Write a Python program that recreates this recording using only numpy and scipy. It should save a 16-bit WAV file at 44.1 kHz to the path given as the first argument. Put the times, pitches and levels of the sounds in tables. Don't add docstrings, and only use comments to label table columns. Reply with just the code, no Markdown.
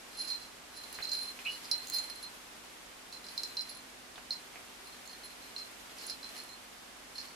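import sys
import numpy as np
from scipy import signal
from scipy.fft import rfft, irfft, next_fast_len
from scipy.io import wavfile
from scipy.ndimage import uniform_filter1d

SR = 44100
rng = np.random.default_rng(int(sys.argv[2]) if len(sys.argv) > 2 else 0)


def log_audio(samples):
    frames = np.atleast_2d(samples).T
    limited = np.clip(frames, -1, 1)
    pcm = np.round(limited * 32767).astype(np.int16)
    wavfile.write(sys.argv[1], SR, pcm)


N = 324311
FFT = next_fast_len(N)

# nominal pitch in Hz, relative level in dB, nominal 60 dB decay time in seconds.
TAG_MODES = [
    [(4090, 0, 0.059), (4160, -18, 0.05), (4260, -19, 0.03)],
    [(4350, -9, 0.014), (4560, -7.5, 0.014), (4880, -7, 0.014), (5220, -12, 0.011), (5530, -20, 0.0082)],
    [(6610, 1, 0.024), (7480, -7.5, 0.027), (8740, -12, 0.02)],
    [(9995, 3, 0.085), (13400, -9, 0.045)],
    [(11000, 7, 0.059), (15250, -10, 0.07)],
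]
# start in seconds, main ring level in dB, then clack, edge and upper rings
# in dB against it, freedom to ring from 0 to 1.
TAG_BLOWS = [(0.1847, -36.5, -17, -20, -13, 0.3), (0.205, -36.5, -19, -22, -25, 1),
             (0.283, -43, 3, 3, -21, 1), (0.302, -34, -14, -14, -23, 0.8), (0.3195, -33, -20, -26, -34, 1),
             (0.333, -42, -16, -24, -26, 0.3), (0.7847, -44, -15, -13, -19, 0.5),
             (0.837, -36.5, -14, -11, -11, 0.15), (0.927, -44, -13, 7, 3.5, 0.22),
             (0.945, -43.5, -10, 4, -12, 0.64), (1.024, -32, -22, -27, -40, 1),
             (1.053, -28, -28, -26, -28, 0.15), (1.071, -26, -20, -24, -28, 0.14),
             (1.0926, -37, 2, -14, -22, 1), (1.117, -27.5, -6, -8, -39, 1),
             (1.15, -23.5, -16, -34, -42, 0.42), (1.188, -36, -11, -24, -20, 1),
             (1.45, -39.5, -14, -21, -30, 0.6), (1.498, -44, -10, -13, -19, .8),
             (1.53, -39, -15, -3, -26, 0.4), (1.655, -49, 7.5, -9, -11, 0.5),
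             (1.7138, -21.5, 0, -16.5, -19.5, 0.77), (1.7788, -33.5, -20, -19, -18, 0.6),
             (1.8186, -39, -13, -13, -31, 0.7), (1.871, -50.5, -1, 17.5, -3, 0.6),
             (1.883, -57, -1, 20, -1, 0.5), (1.899, -40, -2, 15, -5, 0.4), (1.92, -37, -16, -7, -27, 0.8),
             (1.939, -31.5, -5, -17, -28, 0.8), (1.985, -29.5, -14, 3, -24, 0.45),
             (2.037, -44, -4, -16, -11, 0.6), (2.0986, -39, 1, -20, -11, 0.9),
             (2.156, -42, -8, -13, -11, 0.83), (2.2266, -42, -4, -11, -7, 1),
             (3.1257, -35.5, -11, -2, -25, 0.27), (3.146, -41, -12, -16, -25, 0.4),
             (3.242, -40, -6, -17, -25, 0.4), (3.267, -45, 5, -12, -18, 0.4),
             (3.286, -39, -0.5, -13, -21, 0.4), (3.3776, -20.5, -8, -10, -25, 0.2),
             (3.434, -28, -1, -2, -20, 0.34), (3.5693, -26.5, -5, -26, -32, 1),
             (3.592, -30.5, -7, -26, -35, 0.3), (3.609, -41.5, 9.5, -12, -21, 1),
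             (3.693, -32, -19, -19, -13, 0.2), (3.75, -47, 1, -5, -7, 0.7), (3.77, -44, -10, -10, -7, 0.58),
             (4.3068, -19, -15, -24, -27, 0.19), (4.3165, -33, -8, -24, -22, .15),
             (4.3217, -35, -3, -24, -24, 0.2), (4.33, -41, -6, -22, -22, .2),
             (4.872, -45.5, -15, -10, -10, 0.33), (4.924, -49, -8, -14, -17, 0.6),
             (5.058, -45, -8, -12, -8, 0.17), (5.075, -48.5, -9, 11.5, -11, 0.55),
             (5.095, -40, -9, -16, -14, 0.14), (5.13, -40, -13, -16, -13, 0.27),
             (5.234, -43, -8, -12, -24, 0.4), (5.303, -48, -10, -14, -11, 0.46),
             (5.326, -51, -12, -14, -14, .3), (5.424, -47.5, -14, -14, -16, 0.48),
             (5.5627, -26, -18, -25, -36, 0.18), (5.9844, -52, 10, -4, -2, .5),
             (6.0386, -43, 0, -8, -19, 0.6), (6.0656, -52.5, 3, 14, 8, 0.9),
             (6.098, -34, 4.5, -19, -14, 0.96), (6.229, -37, -7, -19, -29, 0.5),
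             (6.2432, -34, -7, -20, -30, 0.33), (6.2903, -39.5, -5, -9, -13, 0.2),
             (6.364, -42, -13, -12, -14, 0.4), (6.383, -40, -14, -16, -14, 0.35),
             (6.437, -48, -5, -6, 2, 0.2), (6.49, -44.5, -11, -5, -14, 0.9),
             (6.5302, -45, -18, -13, -15, 0.6), (7.152, -46, -7, -15, -21, .8),
             (7.16, -37, -14, -20, -22, 0.3), (7.1817, -34.5, 0, -26, -24, 0.44),
             (7.197, -49, -6, -20, -20, .25), (7.214, -42, 1, -17, -17, 0.25),
             (7.255, -40, -4, -17, -16, 0.12), (7.285, -44, -1, -15, -22, 0.05),
             (7.312, -48, -8, -17, -20, .2)]
TOPMOST_HZ = 12000


def undb(db):
    return np.exp(np.asarray(db) * (np.log(10) / 20))


def level(x, db):
    return x * undb(db) / np.sqrt(np.mean(x ** 2))


def fade(t, t60):
    return np.exp(-np.log(1000) * t / t60)


def curve(rows, rest):
    times, *columns = np.transpose(rows)
    return np.array([np.interp(np.arange(N) / SR, times, column, rest, rest) for column in columns])


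def sides(pan_db):
    return undb(np.array([pan_db, -pan_db]).reshape(2, -1) / 2)


def add(out, start, sound):
    i = int(start * SR)
    out[:, i:i + sound.shape[1]] += sound[:, :N - i]


def walk(rate):
    knots = rng.standard_normal(int(N / SR * 100) + 2)
    return 1.2 * np.interp(np.arange(N) * rate / SR, np.arange(len(knots)), knots)


def on_log_hz(table):
    hz, value = np.transpose(table)
    return np.interp(np.log(np.arange(FFT // 2 + 1) * SR / FFT + 1), np.log(hz), value)


def room_tone(noise_db=-52, pan_db=-1):
    # frequency in Hz, relative density in dB.
    spectrum = [(15, -54), (28, -7.5), (53, -11), (92, -8.5), (138, -7), (244, -3), (481, -3), (1000, -2),
                (4330, -8), (10000, -14), (13500, -21), (14200, -28), (15200, -29), (16500, -56)]
    # frequency in Hz, left-right correlation.
    likeness = [(25, .97), (60, 1), (125, 0.37), (250, 0.57), (500, 0.11), (16000, 0.093)]
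    # frequency in Hz, level in dB.
    hum_tones = [(50, -74), (200, -78), (250.5, -69.5), (301, -78.5), (390, -76.5), (732, -76)]
    alike = np.clip(on_log_hz(likeness), 0, 1)
    coloured = rfft(rng.standard_normal((2, FFT))) * undb(on_log_hz(spectrum))
    mid, side = coloured * np.sqrt([1 + alike, 1 - alike])
    noise = level(irfft(np.array([mid + side, mid - side]), FFT)[:, :N], noise_db)
    t = np.arange(N) / SR
    hum = sum(np.sqrt(2) * undb(db + 0.85 * walk(8)) * np.sin(2 * np.pi * hz * t + 0.47 * walk(8.8))
              for hz, db in hum_tones)
    return (noise + hum) * sides(pan_db)


def room_echo(near, t60=0.16, echo_db=-4.5, carpet_hz=7000, pan_db=-3):
    t = np.arange(SR // 2) / SR
    tail = rng.standard_normal((2, len(t))) * fade(t, t60) * (t > .0015)
    tail = signal.lfilter(*signal.butter(2, carpet_hz, fs=SR), tail)
    tail = tail * undb(echo_db) / np.sqrt(np.sum(tail ** 2, axis=1, keepdims=True))
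    return signal.oaconvolve(near.mean(axis=0, keepdims=True), tail, axes=1)[:, :N] * sides(pan_db)


def fur_rustle(gain_db=4):
    # time in seconds, relative level in dB.
    movement = [(0.0, -62.5), (0.3, -54), (0.61, -67.5), (0.92, -54.5), (1.3, -56), (1.42, -56), (1.9, -55),
                (2.03, -51), (2.11, -56.5), (3.03, -65), (3.46, -54.5), (3.62, -57.5), (4.05, -66.5),
                (4.3, -61), (5.94, -58.5), (6.04, -52), (6.2, -60.5), (6.37, -51.5), (6.51, -61),
                (7.04, -64.5), (7.25, -56), (7.35, -70)]
    # frequency in Hz, relative density in dB.
    spectrum = [(100, -47), (300, -4.5), (1000, -5), (2500, -3.5), (6000, -10.5), (13500, -12),
                (14300, -56), (16500, -42)]
    grains = rng.standard_normal((2, N)) * undb(walk(60) + .5 * walk(38) + curve(movement, -89))
    bin_gains = level(undb(on_log_hz(spectrum)), 0)
    return undb(gain_db) * irfft(rfft(grains, FFT) * bin_gains, FFT)[:, :N]


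def pup_squeak(creak_hz=192.5, roughness=1.25, mouth_hz=2480, mouth_db=-3, pan_db=-2):
    # time in seconds, throat resonance in Hz, level in dB,
    # share of creaky pulses from 0 to 1.
    contour = [(1.445, 2345, -62, .4), (1.455, 2500, -47, .4), (1.462, 2640, -41, .9),
               (1.474, 2820, -41, .7), (1.48, 2910, -39, .3), (1.489, 2910, -45, .4),
               (1.499, 2910, -42, .2), (1.509, 2910, -48, .3), (1.514, 2900, -62, .2),
               (1.521, 2900, -52, .2), (1.53, 2915, -57, .2), (1.56, 2920, -57, .2), (1.595, 2920, -66, .1)]
    hz, db, creak = curve(contour, -200)
    creak = np.clip(creak, 0, 1)
    pulse_hz = creak_hz * (1 + 0.13 * walk(90))
    pulses = 2.8 * np.sin(np.pi * np.cumsum(pulse_hz) / SR) ** 4
    hoarse = 1 + roughness * uniform_filter1d(rng.standard_normal((2, N)), size=40)
    throat = (1 - creak + creak * pulses) * np.sin(2 * np.pi * np.cumsum(hz) / SR)
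    mouth = undb(mouth_db) * creak * (.5 + .5 * pulses) * np.sin(2 * np.pi * mouth_hz * np.arange(N) / SR)
    return np.sqrt(2) * undb(db) * (hoarse[0] * throat + hoarse[1] * mouth) * sides(pan_db)


def claws_and_teeth(contact_s=0.00015, tick_db=9.5, knock_hz=800, scuff_db=-19):
    # start in seconds, level in dB, pitch in Hz,
    # left minus right in dB, relative level of the knock in dB.
    clicks = [(0.988, -32, 1810, -3.5, -20), (1.005, -35, 2100, -3, -4.5), (1.39, -35, 2600, -2.5, -30),
              (4.158, -40, 3530, 0, -4), (4.1787, -43.5, 2640, -1, 4.5), (4.181, -40, 1580, -5, -22),
              (4.558, -39, 2160, -10, -7), (4.567, -59, 2200, -5, -8), (4.593, -57, 1200, -3, 10),
              (4.61, -60, 1200, -1, 8), (5.897, -43.5, 3300, -1.5, -10), (5.977, -48, 2540, 0, -10)]
    out, t = np.zeros((2, N)), np.arange(SR // 20) / SR
    envelope = (1 - np.exp(-t / contact_s)) * fade(t, t60=0.0032)
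    knock = np.sin(2 * np.pi * knock_hz * t) * fade(t, t60=0.012)
    soft_noise = 2 * uniform_filter1d(rng.standard_normal((len(clicks), len(t))), size=5)
    scuffs = soft_noise * undb(scuff_db) * fade(t, t60=0.1)
    scuffs = signal.lfilter(*signal.butter(2, 250, "high", fs=SR), scuffs)
    for (start, db, hz, pan_db, knock_db), scuff in zip(clicks, scuffs):
        tick = undb(tick_db) * np.sin(2 * np.pi * hz * t) * envelope
        add(out, start, undb(db) * (tick + undb(knock_db) * knock + scuff) * sides(pan_db))
    return out


def tag_hang():
    # time in seconds, main ring pitch in Hz,
    # upper ring 1 minus upper ring 2 in dB, lift of the topmost modes in dB.
    hang = [(.1, 4150, -3, -8), (.3, 4150, 2, -8), (.75, 4130, -3, -2), (.95, 4140, 0, 8),
            (1.15, 4140, -8, 5), (1.19, 4145, -6, 0), (1.22, 4150, 4, -1), (1.35, 4150, -3, -6),
            (1.72, 4150, -4, -1), (1.8, 4150, 0, 7), (1.95, 4160, 0, 9), (2.05, 4160, -3, 0),
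            (2.25, 4160, -3, -4), (3.15, 4140, 0, -4), (3.4, 4145, -3, 0), (3.6, 4134, 2, -2),
            (3.66, 4100, -2, -4), (3.78, 4200, -3, -5), (4.31, 4200, 0, -3), (4.36, 4080, 0, -3),
            (4.88, 4170, 0, 0), (4.96, 4230, 0, 0), (5.12, 4275, 0, 3), (5.21, 4165, 0, -3),
            (5.32, 4185, 0, -3), (5.45, 4140, 0, -3), (6.1, 4165, -3, 0), (6.25, 4123, 0, -3),
            (6.35, 4180, 0, 0), (6.38, 4245, 0, 2), (6.45, 4280, 0, 0), (6.49, 4155, 0, -3),
            (7.14, 4180, 0, -3), (7.18, 4230, 0, -3), (7.22, 4330, 0, -3), (7.26, 4290, 0, -3),
            (7.31, 4420, 0, -3)]
    held_at_ends = [(0, *hang[0][1:]), *hang, (N / SR, *hang[-1][1:])]
    hz, balance_db, top_db = curve(held_at_ends, 0)
    return hz / TAG_MODES[0][0][0], balance_db / 2, top_db


def collar_shaking(rise_share=0.36, span_db=44, chatter_db=-28.5, chatter_t60=0.29):
    # time of the peak in seconds, length in seconds,
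    # main ring drive in dB, then clack, upper ring 1 and upper ring 2 in dB against it.
    shakes = [(0.203, 0.41, -36, -8.5, -16, -13.5), (0.303, 0.19, -37, -17, -28, -34),
              (0.397, 0.43, -50.5, -6, -23, -18), (0.79, 0.57, -48.5, -8, -16, -15),
              (0.955, 0.17, -41.5, -5, -18, -27), (1.042, 0.24, -39.5, -9, -31, -31),
              (1.136, 0.32, -38, -6, -13, -19.5), (1.215, 0.39, -35, -16, -14, -20),
              (1.225, 0.16, -48, -10, -2, -13), (1.513, 0.78, -52, -0.5, -8, -11),
              (1.646, 0.084, -63, 17.5, -3, -3), (1.838, 0.18, -52, -2, -15, -10),
              (1.954, 0.37, -34.5, -10.5, -13, -20), (2.022, 0.16, -50, -12, -24, -14),
              (2.16, 0.15, -59, -3, -13, -15), (2.236, 0.075, -40, -14, -21, -22),
              (3.134, 0.11, -45.5, -1.5, -11, -19), (3.306, 0.48, -55.5, 3, -15, -1.5),
              (3.492, .2, -50, -17, -24, -28), (3.617, 0.16, -38, -25, -9, -40),
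              (3.697, 0.1, -43, -1.5, -20, -4), (4.328, 0.23, -52, 1, -13, -17),
              (4.857, 0.22, -59, -2, -10, -5), (4.94, 0.12, -59, -6, -16, -12),
              (5.307, 0.15, -64, -6, -14, -13), (5.109, 0.16, -57, -2, -20, -14),
              (5.245, 0.11, -51, -10, -25, -3), (5.46, 0.19, -59, -18, -18, -15),
              (5.587, 0.24, -44, -6.5, -34, -24), (6.01, .25, -61, 10, -7, -14),
              (6.082, 0.19, -60, 13, -9, -6), (6.375, 0.26, -49, -0.5, -8, -13),
              (6.49, 0.18, -59, -14, -13, -12), (7.16, 0.093, -47.5, 1, -25, -14),
              (7.2, 0.16, -61, 9.5, -13, -7), (7.28, 0.13, -63.5, 9, -10, -14)]
    force = np.zeros((4, N))
    for peak_s, length, main_db, *relative_db in shakes:
        rise = rise_share * length
        t = np.arange(int(length * SR)) / SR
        swell_db = np.interp(t, [0, rise, length], [-span_db, 0, -span_db])
        add(force, peak_s - rise, undb(main_db + np.array([0, *relative_db])[:, None] + swell_db))
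    chatter = undb(chatter_db) * fade(np.arange(SR // 5) / SR, chatter_t60)
    for start, main_db, clack_db, _, upper_db, _ in TAG_BLOWS:
        add(force, start, undb(main_db + np.array([0, clack_db, upper_db, upper_db])[:, None]) * chatter)
    return force


def ring_mode(drive, hz, t60, order=1):
    pole = np.exp(-np.log(1000) * order / (t60 * SR))
    carrier = np.exp(2j * np.pi * np.cumsum(np.broadcast_to(hz, N)) / SR)
    envelope = drive / carrier * 2 * np.sqrt(1 - pole)
    for stage in range(order):
        envelope = signal.lfilter([1 - pole if stage else 1], [1, -pole], envelope)
    return (envelope * carrier).real


def tag_rattle(taps_per_s=900, broadside_db=-5, edge_db=-14, upper_db=-6, ring_time_share=0.8):
    contacts = rng.random(N) < taps_per_s / SR
    taps = contacts * undb(-rng.exponential(size=N)) * rng.standard_normal(N)
    force = collar_shaking() * level(taps * undb(2.6 * walk(35)), 0)
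    main, clack = undb(broadside_db) * uniform_filter1d(force[:2], size=4) * 2
    bend, lean_db, top_db = tag_hang()
    main_ring = sum(undb(db) * ring_mode(main, hz * bend, t60 * ring_time_share, order=2)
                    for hz, db, t60 in TAG_MODES[0])
    uppers = undb(upper_db + np.array([lean_db, -lean_db])) * force[2:]
    drives = [clack, clack * undb(edge_db), *uppers]
    return main_ring + sum(undb(db) * ring_mode(drive * undb(top_db * (hz > TOPMOST_HZ)), hz, t60)
                           for drive, modes in zip(drives, TAG_MODES[1:]) for hz, db, t60 in modes)


def tag_blows(contact_s=0.00084, crack_hz=4900, crack_db=3, crack_s=0.00031, tick_db=-6, fur_catch=1.7):
    pitch_spread = [0.0027, 0.04, 0.004, 0.001, 0.002]
    out, t = np.zeros((1, N)), np.arange(SR // 10) / SR
    hz, db, t60 = np.concatenate(TAG_MODES).T[:, :, None]
    hang = np.array(tag_hang())
    group = np.repeat(np.arange(len(TAG_MODES)), [len(modes) for modes in TAG_MODES])[:, None]
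    decay_power = np.where(group == 0, fur_catch, 1)
    attack = 1 - np.exp(-t / contact_s)
    chance = rng.standard_normal((len(TAG_BLOWS), len(hz) + 1, 1))
    crack = undb(crack_db) * np.sin(2 * np.pi * crack_hz * t) * t / crack_s * np.exp(1 - t / crack_s)
    bright_noise = uniform_filter1d(rng.standard_normal((len(TAG_BLOWS), len(t))), size=2)
    ticks = undb(tick_db) * bright_noise * fade(t, t60=0.0081)
    for blow, (turn, *detune), tick in zip(TAG_BLOWS, chance, ticks):
        start, main_db, clack_db, edge_db, upper_db, freedom = blow
        bend, lean_db, top_db = hang[:, int(start * SR)]
        favour_db = lean_db - 0.5 * turn[0]
        group_db = np.array([0, clack_db, edge_db, upper_db + favour_db, upper_db - favour_db])
        gain = undb(db + top_db * (hz > TOPMOST_HZ) + group_db[group])
        pitch = hz * np.where(group == 0, bend, 1) * (1 + np.array(pitch_spread)[group] * detune)
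        age = t / (t60 * max(freedom, .05))
        modes = gain * np.sin(2 * np.pi * pitch * t) * fade(age ** decay_power, 0.86)
        sound = attack * modes.sum(axis=0) + undb(clack_db) * crack + undb(edge_db) * tick
        add(out, start, undb(main_db) * sound[None])
    return out


def scene():
    # time in seconds, left minus right in dB.
    facing = [(0.1, 1), (0.32, -13), (0.56, -7), (1.32, -8), (1.44, -2), (1.52, -8.5), (3.03, 0),
              (3.11, -7), (3.91, -4.5), (6.38, -6), (6.66, -2), (7.3, -4)]
    plate = signal.butter(10, 3980, "high", fs=SR, output="sos")
    tag = signal.sosfilt(plate, tag_blows() + tag_rattle()) * sides(curve(facing, -1)[0])
    near = tag + claws_and_teeth() + pup_squeak()
    return near + room_echo(near) + fur_rustle() + room_tone()


def record(dry, top_hz=16000):
    return signal.sosfilt(signal.ellip(8, .2, 60, top_hz, fs=SR, output="sos"), dry)


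dry = scene()
out = record(dry)
log_audio(out)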